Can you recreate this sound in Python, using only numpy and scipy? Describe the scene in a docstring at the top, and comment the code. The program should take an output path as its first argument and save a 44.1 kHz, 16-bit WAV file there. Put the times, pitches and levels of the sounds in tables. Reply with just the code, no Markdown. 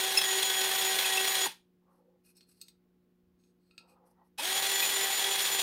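"""A cordless drill is already spinning a three-stone hone in an oiled cylinder bore: motor and gears whine,
swelling with each stroke, the stones grind in time with the chuck and now and then squeak.
The drill brakes; a gloved hand squeezes the sprung arms and moves the hone to the next bore with swishes,
hisses, steel knocks and a dull thump; then the drill starts again. Tones follow the motor's turns, rubbing
is shaped noise, and steel is a set of ringing modes. Mains hum fills the small workshop throughout."""
import sys
import numpy as np
from scipy import signal
from scipy.fft import rfft, irfft
from scipy.io import wavfile
from scipy.ndimage import uniform_filter1d

SR = 44100
rng = np.random.default_rng(int(sys.argv[2]) if len(sys.argv) > 2 else 0)


def transcribe(signal):
    """Save signal, clipped to [-1, 1], as a 16-bit WAV file at the path in sys.argv[1]."""
    frames = np.atleast_2d(signal).T
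    limited = np.clip(frames, -1, 1)
    pcm = np.round(limited * 32767).astype(np.int16)
    wavfile.write(sys.argv[1], SR, pcm)


N = 247842
T = np.arange(N) / SR  # time in seconds

# how the steel arms of the hone ring when free: pitch_hz, relative level_db, time to fade by 60 dB t60_s
ARM_MODES = [(1340, -21, 0.31), (2547, -5, 0.076), (2720, -7.5, 0.069), (3840, -4, .06), (4256, 1.5, 0.071),
             (4370, -3.5, 0.068), (4660, 2, 0.047), (5260, -2, 0.033), (6520, -7, 0.064), (8130, 4, 0.039),
             (8370, -3.5, 0.063), (10940, -14, 0.075), (13190, -10, 0.048)]


def undb(db):
    """Decibels to gain."""
    return 10 ** (np.asarray(db) / 20)


def unit(x):
    """Scale to rms 1."""
    return x / np.sqrt(np.mean(x ** 2))


def noise():
    """White noise."""
    return rng.standard_normal(N)


def walk(rate):
    """A smooth random wander of rms 1, changing about rate times a second."""
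    k = max(int(SR / rate), 2)
    steps = np.repeat(rng.standard_normal(N // k + 1), k)
    smooth = uniform_filter1d(uniform_filter1d(steps, k), k)
    return unit(smooth[:N])


def swell(start, length):
    """A rounded hump in time."""
    return np.sin(np.pi * np.clip((T - start) / length, 0, 1))


def colour(x, points):
    """Shape x with a spectrum of (Hz, dB) points, at rms 1."""
    hz, db = np.transpose(points)
    f = np.maximum(np.arange(N // 2 + 1) * SR / N, 1)
    gain = undb(np.interp(np.log(f), np.log(hz), db))
    return unit(irfft(rfft(x) * gain, N))


def tilted(points, tilt_db, pivot_hz):
    """A spectrum made brighter or duller by tilt_db per octave."""
    return [(hz, db + tilt_db * np.log2(hz / pivot_hz)) for hz, db in points]


def resonate(x, hz, width):
    """One resonance, gain 1 at its centre."""
    return signal.lfilter(*signal.iirpeak(hz, hz / width, fs=SR), x)


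def narrow(x, hz, width):
    """A resonance applied twice for steep flanks, at rms 1."""
    return unit(resonate(resonate(x, hz, width), hz, width))


def grit(scatter_db, count=12):
    """Dense abrasive grains of very unequal size, each count samples long."""
    size = undb(scatter_db * np.minimum(rng.exponential(size=N // count + 1), 5))
    return unit(noise() * np.repeat(size, count)[:N])


def drill():
    """Shaft tones, gear lines and whine follow the motor; each stroke loads it and swings the tones past the listener."""
    # pulls of the trigger: on_s, off_s, motor turns per second full_hz, grinding level_db,
    # grinding rise in dB per s, shaft tone level_db, its octave level_db, whine level_db
    bursts = [(-0.2, 1.46, 382.3, -31, 0.63, -45.8, -45, -40),
              (4.376, 5.8, 389.3, -30, -0.3, -49.5, -45, -40)]
    # the hand pumps the hone up and down, one row per pull: a moment at the bottom_s, stroke period_s,
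    # lag_s until the shaft tones are loudest, lobes of the whine passed per stroke (count)
    strokes = [(0.04, 0.277, 0.03, 4), (4.57, 0.287, 0.145, 3)]
    # motor and gear lines: multiple of the motor turn, level_db relative to the grinding, phase wander_rad
    gear_lines = [(0.45, -39, .5), (2.97, -28, 0.18), (3.953, -23.5, 0.13), (4.39, -22.5, 0.98),
                  (4.99, -14, .25), (8.674, -15.5, 0.99), (10.14, -22.5, 0.27), (10.75, -17.5, 0.8),
                  (15.58, -27.5, .4), (15.92, -30, .4), (23.22, -16.5, 0.44), (24.3, -28, 0.35),
                  (29.58, -26.5, 0.36), (36.1, -16, 0.18), (39.7, -21.5, .2)]
    sag_hz = 1.428  # the motor turns this much slower at the bottom of a stroke, faster at the top
    grind_law, shaft_law, whine_law = 0.79, 1.8, 12  # gains grow as these powers of the speed
    shaft_swing_db, octave_swing_db = 3, 2.5  # swells within a stroke
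    whine_swing_db, whine_lobe_db, whine_flicker = 1.5, 3, 0.3
    # near full speed the stones are flung against the wall and grind louder
    fling_db, fling_law = 2.5, 7
    shaft_cut_hz = 170  # the small housing radiates little below this
    wander, whine_order = .13, 18  # phase wander in rad; whine cycles per motor turn

    burst = np.searchsorted([row[0] for row in bursts[1:]], T)
    on, off, full_hz, grind_db, rise_db, shaft_db, octave_db, whine_db = np.array(bursts)[burst].T
    bottom, period, lag, lobes = np.array(strokes)[burst].T
    speed = throttle(on, off)
    stroke = 2 * np.pi * (T - bottom) / period
    unsteady = 1 + .0007 * walk(60) + .0005 * walk(12)
    hz = speed * (full_hz - sag_hz * np.cos(stroke)) * unsteady
    turns = np.cumsum(hz) / SR

    def line(multiple, wander, flutter_db):
        """One tone locked to the motor, with a wandering phase and level."""
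        tone = np.sin(2 * np.pi * multiple * turns + wander * walk(110))
        return np.sqrt(2) * tone * unit(undb(flutter_db * walk(25)))

    gears = sum(undb(db) * line(multiple, drift, flutter_db=3.0) for multiple, db, drift in gear_lines)
    facing = np.cos(stroke - 2 * np.pi * lag / period)
    shaft = undb(shaft_db + shaft_swing_db * facing) * line(1, wander, flutter_db=2.0)
    octave = undb(octave_db + octave_swing_db * facing) * line(2, wander, flutter_db=2.74)
    # the whine beams from the vents in lobes, the strongest at the bottom of the stroke
    beam = undb(whine_db + whine_swing_db * np.cos(stroke) + whine_lobe_db * np.cos(lobes * stroke))
    flicker = 1 + whine_flicker * walk(70)
    whine = beam * unit(line(whine_order, wander, flutter_db=2.04) * flicker)
    load_db = grind_db + rise_db * (T - on) - fling_db * (1 - speed ** fling_law)
    load = undb(load_db) * speed ** grind_law
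    tones = load * speed * gears + speed ** shaft_law * (shaft + octave) + speed ** whine_law * whine
    housing = signal.butter(2, shaft_cut_hz, "high", fs=SR, output="sos")
    return load * grinding(turns) + signal.sosfilt(housing, tones)


def throttle(on, off):
    """Share of full speed: the motor spins up when the trigger is pulled and brakes when it is let go."""
    spin_up_s, brake_s = 0.032, 0.022  # time constants
    rise = 1 - np.exp(-np.maximum(T - on, 0) / spin_up_s)
    return rise * np.exp(-np.maximum(T - off, 0) / brake_s)


def grinding(turns, gear_ratio=27, chuck_db=0.5, wobble_db=1.0, stones_db=1.0, chatter_db=1.2, mesh_db=0.08):
    """Three stones drag round the bore; their pressure throbs with the chuck, and the gears rattle with the motor."""
    # colour of the stones' rasp: pitch_hz, relative level_db per Hz
    stone_colour = [(30, -38), (100, -24), (220, -18), (330, -12), (450, -5.5), (620, -7.5), (900, -2),
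                    (1300, -7.5), (1700, -2), (3900, -2), (4800, -5.5), (6400, -7), (7300, -13),
                    (8600, -6.5), (10500, -9), (13200, -11), (14200, -14.5), (15800, -18.5)]
    # ringing of gearbox and bore under the grinding: pitch_hz, width_hz, relative level_db
    body_rings = [(3350, 220, -8), (3993, 130, -19), (8990, 460, -16.5)]
    chuck = 2 * np.pi * turns / gear_ratio + 0.2 * walk(6.6)
    # once, twice and three times per chuck turn
    throb_db = chuck_db * np.sin(chuck) + wobble_db * np.sin(2 * chuck) + stones_db * np.sin(3 * chuck)
    mesh = mesh_db * np.sin(2 * np.pi * turns)
    pressure = unit(undb(throb_db + chatter_db * walk(220) + mesh))
    rasp = colour(grit(scatter_db=1.5) * pressure, stone_colour)
    low = signal.sosfiltfilt(signal.butter(4, 7000, fs=SR, output="sos"), rasp)
    hiss = rasp - low
    ring = 0
    for hz, width, db in body_rings:
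        ring = ring + undb(db) * unit(resonate(grit(scatter_db=0.0) * pressure ** 2, hz, width))
    return undb(-4.5) * unit(low) + ring + undb(-8) * unit(hiss)


def squeaks():
    """Brief stick-slip tones of a stone on the bore wall, and one brief ring of the arms knocking as the drill
    starts."""
    # brief tones: start_s, length_s, pitch_hz, level_db, octave level_db, double octave level_db; a stone
    # sticks and slips on the bore wall, except the row at 4.381 s, where the arms ring with a knock as the
    # drill starts
    brief_tones = [(0.173, 0.0077, 2640, -23.5, -19.5, -28.5), (0.179, 0.0082, 2615, -38, -20, -28),
                   (1.043, 0.009, 2585, -29, -52, -61), (1.172, 0.014, 2663, -25.5, -42, -55),
                   (4.381, 0.029, 2560, -41.5, -48, -65), (4.822, 0.014, 2516, -29.5, -51, -62)]
    out = 0
    for s, length, hz, *partials_db in brief_tones:
        phase = 2 * np.pi * hz * T + .25 * walk(300)
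        tone = sum(undb(db) * np.sin(2 ** k * phase) for k, db in enumerate(partials_db))
        out = out + np.sqrt(2 * swell(s, length)) * tone
    return out


def jolts():
    """On braking and starting the gears growl in a short rough glide as they take up their play."""
    # growls: start_s, length_s, first pitch_hz, last pitch_hz, level_db
    growls = [(1.456, 0.019, 1138, 717, -33.5), (4.382, 0.0253, 740, 1030, -41)]
    out = 0
    for s, length, first_hz, last_hz, db in growls:
        glide = np.interp(T, [s, s + length], [first_hz, last_hz]) * (1 + 0.032 * walk(500))
        growl = unit(np.sin(2 * np.pi * np.cumsum(glide) / SR))
        out = out + undb(db) * swell(s, length) * growl
    return out


def sleeve(fold_db=2.3):
    """Cloth swishes in a few hollow resonances that come and go as the folds shift."""
    # the arm reaches down and goes back: start_s, length_s, level_db, tilt_db per octave
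    swishes = [(1.815, 0.22, -72, 3), (1.97, 0.22, -72.5, -12), (3.793, 0.35, -68, 1.5),
               (4.15, 0.13, -70.5, 7.5)]
    # the folds: pitch_hz, width_hz of each of three filter passes, relative level_db
    cloth = [(506, 120, 1), (840, 330, 0.5), (1130, 520, -6.5), (1890, 250, -25.5)]
    hz, _, mode_db = np.transpose(cloth)
    folds = []
    for f, width, _ in cloth:
        hollow = narrow(resonate(noise(), f, width), f, width)
        folds.append(hollow * undb(fold_db * walk(30)))
    folds = np.array(folds)
    out = 0
    for s, length, db, tilt_db in swishes:
        swish = unit(undb(mode_db + tilt_db * np.log2(hz / 800)) @ folds)
        out = out + undb(db) * np.sqrt(swell(s, length)) * swish
    return out * undb(1.5 * walk(120))


def handling(rub_width=15, favour_db=12, favour_hz=220):
    """The glove hisses on the hone, sliding steel sings in the arms' modes, the block rocks."""
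    # the hone slides in the glove and along the bore: start_s, length_s,
    # rubber hiss level_db, steel ringing level_db, favoured pitch_hz
    slide_moves = [(1.885, 0.14, -86.5, -99, 4410), (2.235, 0.093, -68, -73.5, 2514),
                   (2.348, .05, -72, -68, 5200), (2.385, 0.069, -82.5, -72.5, 4300),
                   (2.464, 0.09, -72.5, -74, 8600), (2.541, 0.085, -76.5, -76, 4460),
                   (2.644, 0.075, -79, -73, 6500), (3.377, .15, -88, -81, 6500),
                   (3.579, 0.28, -91.5, -83, 4440), (3.869, 0.082, -78, -74, 2550),
                   (4.045, 0.091, -79, -97.5, 4400), (4.235, .06, -84.5, -98, 4370)]
    # dull thumps as the block rocks on the bench: start_s, length_s, pitch_hz, level_db
    bench_thumps = [(3.149, 0.26, 65, -76), (4.56, 0.12, 95, -62)]
    rubber = colour(grit(scatter_db=2.0), [(200, -21.5), (1500, 2), (2600, -4), (3300, -11), (5300, 6),
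                                           (7000, -4), (9000, 9.0), (13000, 7.5), (15500, -14)])
    rub = grit(scatter_db=1.0)
    hz, mode_db, t60 = np.transpose(ARM_MODES)
    # the grip damps the arms, so their modes are wider than when they ring free
    modes = np.array([narrow(rub, f, width) for f, width in zip(hz, rub_width / t60)])
    slides = 0
    for s, length, hiss_db, ring_db, main_hz in slide_moves:
        # the point of contact decides which modes are favoured
        favour = favour_db * np.exp(-((hz - main_hz) / favour_hz) ** 2)
        steel = unit(undb(mode_db + favour) @ modes)
        slides = slides + swell(s, length) * (undb(hiss_db) * rubber + undb(ring_db) * steel)
    thumps = 0
    for s, length, f, db in bench_thumps:
        thumps = thumps + undb(db) * swell(s, length) * narrow(noise(), f, 1.1 * f)
    return slides * undb(2.0 * walk(120)) + thumps


def knocks(tick_s=0.0031, detune=0.016):
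    """Each knock and its one bounce ring three slightly unlike steel arms and add a short dry tick."""
    # the arms knock on their stops and the bore: start_s, level_db,
    # tilt_db per octave (lower is duller), dry tick_db relative to the ring
    hits = [(2.368, -56.5, 12, -7), (2.408, -59, -2, 3), (2.607, -60, 1, -3), (2.614, -38, 5.5, -4),
            (2.683, -52, 1.5, 3), (3.437, -73.5, -5.5, 1), (3.710, -60, -10.5, -6), (3.779, -42.5, -5, -6)]
    bounce_s, bounce_db = 0.008, -15
    pivot_hz = 4500
    tick_colour = [(100, -21), (1000, -15), (4500, 3), (9000, -9.5), (15000, -12)]
    out, t = np.zeros(N), T[:SR // 3]
    hz, mode_db, t60 = np.repeat(ARM_MODES, 3, axis=0).T[:, :, None]
    hz = hz * (1 + detune * rng.standard_normal(hz.shape))
    onset = 1 - np.exp(-t / 0.00023)
    for s, db, tilt_db, tick_db in hits:
        tick = colour(noise(), tilted(tick_colour, tilt_db, pivot_hz))
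        gain = undb(mode_db + tilt_db * np.log2(hz / pivot_hz))
        for start, strength_db in [(s, db), (s + bounce_s, db + bounce_db)]:
            at = slice(int(start * SR), int(start * SR) + len(t))
            phase = 2 * np.pi * (hz * t + rng.random(hz.shape))
            fade = np.exp(-np.log(1000) * t / t60)
            ring = np.sum(gain * np.sin(phase) * fade, axis=0) / np.sqrt(np.sum(gain ** 2))
            dry_tick = undb(tick_db) * tick[at] * np.exp(-t / tick_s)
            out[at] += undb(strength_db) * (ring + dry_tick) * onset
    return out


def room(x, wet_db=-10, split_hz=6500):
    """A short tail from the panelled walls, dying sooner in the treble."""
    t = T[:SR // 2]
    t60_low, t60_high = .21, .13  # seconds to fade by 60 dB
    scatter = rng.standard_normal(len(t))
    low = signal.sosfiltfilt(signal.butter(3, split_hz, fs=SR, output="sos"), scatter)
    tail = low * undb(-60 * t / t60_low) + (scatter - low) * undb(-60 * t / t60_high)
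    tail = tail * (t > .005)  # the tail starts after 5 ms
    tail = signal.sosfilt(signal.butter(1, 1200, "high", fs=SR, output="sos"), tail)
    return x + undb(wet_db) * signal.fftconvolve(x, tail / np.sqrt(np.sum(tail ** 2)))[:N]


def workshop():
    """Mains buzz on exact multiples of the line frequency, over still air."""
    # buzz: rough pitch_hz (moved to the nearest mains multiple), level_db before a 1 dB lift
    hum_lines = [(177.6, -73.5), (242.2, -81.5), (301.5, -87.5), (360.7, -79), (479.1, -90.5),
                 (602.9, -102), (721.4, -100), (839.8, -99), (1082, -100)]
    # colour of the still air: pitch_hz, relative level_db per Hz
    air_colour = [(25, -14), (65, -3), (120, -7), (250, -2), (450, -8.5), (700, -21), (1500, -23),
                  (4000, -29.5), (8000, -37.5), (15000, -30.5)]
    mains_hz, air_db = 60, -76.5
    hum = 0
    for hz, db in hum_lines:
        multiple = np.round(hz / mains_hz)
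        phase = 2 * np.pi * (multiple * mains_hz * T + rng.random()) + .05 * walk(7.8)
        hum = hum + np.sqrt(2) * undb(db) * np.sin(phase)
    return undb(1.0) * hum + undb(air_db) * colour(noise(), air_colour)


def scene():
    """Drill, hone and hands in the humming workshop."""
    work = drill() + squeaks() + jolts() + sleeve() + handling() + knocks()
    return (room(work) + workshop())[None]


def record(dry):
    """The microphone chain cuts the top steeply."""
    top_hz = 15750
    return signal.sosfilt(signal.ellip(12, .1, 90, top_hz, fs=SR, output="sos"), dry)


dry = scene()
out = record(dry)
transcribe(out)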